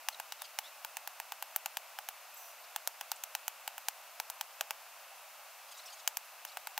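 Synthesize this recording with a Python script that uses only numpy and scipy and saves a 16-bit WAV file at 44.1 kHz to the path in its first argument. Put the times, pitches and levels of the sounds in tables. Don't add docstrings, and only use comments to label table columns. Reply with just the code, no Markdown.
import sys
import numpy as np
from scipy import signal
from scipy.fft import rfft, irfft
from scipy.io import wavfile

SR = 44100
rng = np.random.default_rng(int(sys.argv[2]) if len(sys.argv) > 2 else 0)


def int16_out(signal):
    q = np.round(np.clip(np.atleast_2d(signal).T, -1, 1) * 32767)
    wavfile.write(sys.argv[1], SR, q.astype(np.int16))


N = 299439
TOP_HZ = 15650
LEAD = 128

# low f/Hz, high f/Hz
TICK_BANDS = [(500, 1200), (1200, 2200), (2200, 4200), (4200, 8500), (8500, 16000)]
BAND_CENTRES_HZ = np.sqrt(np.prod(TICK_BANDS, axis=1))


def from_db(db):
    return 10 ** (np.asarray(db) / 20)


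def unit(x):
    return x / np.sqrt(np.sum(x ** 2) + 1e-20)


def colour(x, curve):
    curve_hz, curve_db = np.transpose(curve)
    hz = np.fft.rfftfreq(x.shape[-1], 1 / SR)
    gain = from_db(np.interp(np.log(np.maximum(hz, 1)), np.log(curve_hz), curve_db))
    return irfft(rfft(x) * gain, x.shape[-1])


def band(x, low_hz, high_hz, order=2):
    edges_hz = [low_hz, min(high_hz, .45 * SR)]
    return signal.sosfilt(signal.butter(order, edges_hz, "band", fs=SR, output="sos"), x)


def resonate(x, hz, width_hz):
    radius = np.exp(-np.pi * width_hz / SR)
    feedback = [1, -2 * radius * np.cos(2 * np.pi * hz / SR), radius ** 2]
    return signal.lfilter(np.array([1, 0, -1]) * (1 - radius ** 2) / 2, feedback, x)


def later(x, s):
    return irfft(rfft(x) * np.exp(-2j * np.pi * s * np.fft.rfftfreq(len(x), 1 / SR)), len(x))


def add(out, s, sound):
    at = max(round(s * SR), 0)
    part = out[..., at:at + sound.shape[-1]]
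    part += sound[..., :part.shape[-1]]


def burst(t, t60):
    return unit(rng.standard_normal(len(t)) * from_db(-60 * t / t60))


def wander(count, width_hz):
    lowpass = signal.butter(2, width_hz / 2, fs=SR, output="sos")
    slow = signal.sosfilt(lowpass, rng.standard_normal(2 * count))[count:]
    return unit(slow) * np.sqrt(count)


def garden_rush():
    # f/Hz, density/(dB per Hz)
    lower = [(32, -120.5), (105, -120.5), (225, -114), (315, -117.5), (388, -112.5), (505, -96.5),
             (595, -89), (725, -86), (905, -87.5), (1360, -88.5), (1790, -93.5), (2390, -92), (2660, -89.5),
             (3150, -96)]
    treble = [(3900, -97.5), (6650, -99), (8250, -101.3), (10350, -101.3), (11450, -99.2), (14100, -99.6),
              (15450, -100.8)]
    # f/Hz, gain/dB
    width = [(360, -12), (540, -25.5), (750, -26.5), (1300, -68), (2400, -34.5), (4400, -7), (8100, -2),
             (15000, -3)]
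    mid, side = colour(rng.standard_normal((2, N)) * np.sqrt(SR / 2), lower + treble)
    side = colour(side, width)
    below_top = np.fft.rfftfreq(N, 1 / SR) < TOP_HZ
    return irfft(rfft([mid + side, mid - side]) * below_top, N)


def noise_note(length, hz, width_hz, sag_octaves=0, attack_share=.071):
    count = int(length * SR)
    age = np.linspace(0, 1, count)
    phase = 2 * np.pi * np.cumsum(hz * 2 ** (-sag_octaves * age)) / SR
    tone = wander(count, width_hz) * np.cos(phase) + wander(count, width_hz) * np.sin(phase)
    return tone * np.sqrt(np.interp(age, [0, attack_share, 1], [0, 1, 0]))


def small_high_sounds():
    # t/s, length/s, f/Hz, width/Hz, level/dB
    sounds = [(2.34, 0.025, 13000, 90, -55), (2.369, .019, 7740, 130, -56), (2.599, .029, 13950, 150, -57),
              (2.639, .021, 4900, 1200, -58), (3.16, .01, 7600, 3000, -53)]
    out = np.zeros(N)
    for s, length, hz, width_hz, level_db in sounds:
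        add(out, s, from_db(level_db) * noise_note(length, hz, width_hz))
    return out


def hiss(start_s=2.362, length_s=.19):
    # f/Hz, width/Hz, level/dB
    resonances = [(6100, 350, -60.5), (7400, 1700, -65), (10900, 600, -64), (14450, 500, -59.5),
                  (13900, 2300, -60)]
    out = np.zeros(N)
    for hz, width_hz, level_db in resonances:
        add(out, start_s, from_db(level_db) * noise_note(length_s, hz, width_hz, sag_octaves=.08))
    return out


def chatter(usual_s=.024, usual_hz=1746, spread_octaves=.25, glide_octaves=.3, spread_db=3):
    # start t/s, end t/s, resonance f/Hz, level/dB
    spells = [(0.389, .47, 3900, -56.5), (5.678, 6.01, 4040, -58.5), (6.514, 6.545, 4200, -58)]
    rows = []
    for s, end, centre_hz, level_db in spells:
        for stretch, pitch, glide, force in rng.standard_normal((24, 4)):
            length = usual_s * np.exp(.25 * stretch)
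            first_hz = usual_hz * 2 ** (spread_octaves * pitch)
            last_hz = first_hz * 2 ** (glide_octaves * glide)
            if s + length / 2 < end:
                rows.append((s, length, first_hz, last_hz, centre_hz, level_db + spread_db * force))
            s += length
    return rows


def squeaks(pitch_jitter=.026, width_share=.4, rasp_db=-2):
    # t/s, length/s, first f/Hz, last f/Hz, resonance f/Hz, level/dB
    clearest = [(.124, 0.015, 2090, 2160, 3870, -51), (.143, 0.0086, 2020, 1850, 3600, -47.5),
                (.451, .017, 2150, 2240, 4600, -56), (.623, 0.078, 1560, 2150, 3400, -55),
                (5.711, 0.022, 2130, 2240, 7400, -54.5), (5.769, 0.025, 1650, 1270, 6630, -53.5),
                (5.854, 0.024, 3050, 2430, 5960, -50.5), (5.873, .03, 1540, 1340, 3200, -55.5),
                (5.922, .035, 3330, 3280, 6600, -54.5), (5.98, .03, 1760, 1580, 5900, -57),
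                (6.465, 0.047, 1480, 2600, 4600, -55.5)]
    out = np.zeros(N)
    harmonic = np.arange(1, 7)[:, None]
    for s, length, first_hz, last_hz, centre_hz, level_db in list(clearest) + chatter():
        count = int(length * SR)
        pitch = np.geomspace(first_hz, last_hz, count) * (1 + pitch_jitter * wander(count, 1000))
        partials = (harmonic * pitch < TOP_HZ) * np.sin(2 * np.pi * harmonic * np.cumsum(pitch) / SR)
        source = unit(partials.sum(0)) + from_db(rasp_db) * unit(rng.standard_normal(count))
        squeak = unit(resonate(source, centre_hz, width_share * centre_hz)) * np.sqrt(count)
        add(out, s, from_db(level_db) * squeak * signal.windows.tukey(count, .65))
    return out


def strike(t, rough_db=4, echo_s=.001226, echo_spread=.034, echo_db=-7, port_lag_s=.000014):
    impulse = signal.unit_impulse(len(t), 2) + from_db(rough_db) * burst(t, t60=.0025)
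    direct = np.roll(unit(impulse), 1)
    delay_s = echo_s * (1 + echo_spread * rng.standard_normal())
    left = direct + from_db(echo_db) * np.interp(t - delay_s, t, direct, left=0)
    return np.array([left, later(left, port_lag_s)])


def tick(ring_db=-4, scatter_db=-16, zing_db=1, thud_db=-23):
    # f/Hz, width/Hz, gain/dB
    modes = [(842, 176, 8.5), (1510, 200, -12.5), (2903, 350, 4.5), (7050, 3200, -4), (13220, 3000, 5.5)]
    # f/Hz, gain/dB
    side_curve = [(260, -20), (560, -24), (850, -43), (1550, -40), (3100, -20), (5100, -8), (7100, -13.5),
                  (9100, 2.5), (13200, -11)]
    t = np.arange(4096) / SR
    blow = strike(t) + from_db(ring_db) * burst(t, t60=.014)
    blow += from_db(scatter_db) * burst(t, t60=.1)
    blow += from_db(zing_db) * band(burst(t, t60=.022), 8800, .45 * SR)
    side = colour(np.roll(burst(t, t60=.016), LEAD), side_curve)
    blow = np.roll(blow, LEAD, axis=1) + np.array([side, -side])
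    body = blow + sum(from_db(db) * resonate(blow, hz, width) for hz, width, db in modes)
    thud = from_db(thud_db) * band(blow, 53, 430, order=1)
    return band(body, 630, 17000, order=5) + thud


def voice_tick(sound, level_db, snap_hz, snap_db, snap_octaves=.86, span_s=.01):
    balance_db = [0.0, -1, -2, -3, -0.9]
    octaves = np.log2(BAND_CENTRES_HZ / snap_hz)
    wanted_db = level_db + np.array(balance_db) + snap_db * np.exp(-.5 * (octaves / snap_octaves) ** 2)
    size = sound.shape[-1]
    hz = np.fft.rfftfreq(size, 1 / SR)
    spectrum = 2 * np.mean(abs(rfft(sound)) ** 2, axis=0) / size
    energy = np.array([spectrum[(hz > low) & (hz < high)].sum() for low, high in TICK_BANDS])
    own_db = 10 * np.log10(energy / (span_s * SR))
    return colour(sound, np.column_stack([BAND_CENTRES_HZ, wanted_db - own_db]))


def ticks():
    # t/s, base level/dB, snap f/Hz, snap lift/dB
    strikes = [(0.0863, -39.0, 5050, 5.5), (0.1996, -45, 13000.0, 0.5), (0.3222, -50, 4930, 10.5),
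               (0.4195, -49.5, 11900.0, 6), (0.5881, -42, 5500.0, 7.5), (0.8478, -45.5, 13000.0, 2.5),
               (0.9694, -46, 6500.0, 6), (1.075, -47, 13000.0, 5.5), (1.2005, -44.5, 13000.0, 0.5),
               (1.3214, -44, 1500.0, -0.5), (1.425, -44.5, 13000.0, 4), (1.5616, -41.5, 13100, 12),
               (1.6592, -43, 6500.0, 7), (1.7707, -43.5, 5000.0, 8), (1.9877, -46.5, 1490, 3),
               (2.0879, -46, 11900.0, 5.5), (2.7615, -41.5, 6400, 5.5), (2.8744, -42.5, 8500, 10.5),
               (3.0109, -46, 6000.0, 4.0), (3.117, -42, 6500.0, 8), (3.2372, -51.5, 7100.0, 15),
               (3.351, -42, 5350, 8), (3.4801, -44, 7460, 10), (3.6773, -43, 5450, 4),
               (3.7803, -49, 13000.0, 4), (3.8848, -41, 7040, 9), (4.1999, -42.0, 5500.0, 4.5),
               (4.3001, -50, 10000.0, 10.5), (4.411, -43.5, 6000.0, 8), (4.6098, -40, 4940, 7),
               (4.7078, -42, 5500.0, 4.0), (6.0763, -40.5, 6040, 14.5), (6.1705, -48.0, 7700.0, 15.5),
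               (6.4508, -50, 7800, 7), (6.5713, -45, 1500.0, 2), (6.6715, -45, 3900.0, 1.5),
               (6.7777, -40, 5000.0, 1)]
    out = np.zeros((2, N))
    for s, level_db, snap_hz, snap_db in strikes:
        add(out, s - LEAD / SR, voice_tick(tick(), level_db, snap_hz, snap_db))
    return out


def scene():
    # f/Hz, gain/dB
    left_tilt = [(1000, .15), (4200, .7), (9000, .3), (13000, 1.1)]
    left, right = garden_rush() + ticks() + squeaks() + small_high_sounds() + hiss()
    return np.array([colour(left, left_tilt), right])


def record(dry):
    return signal.sosfilt(signal.ellip(10, .1, 80, 16400, fs=SR, output="sos"), dry)


dry = scene()
out = record(dry)
int16_out(out)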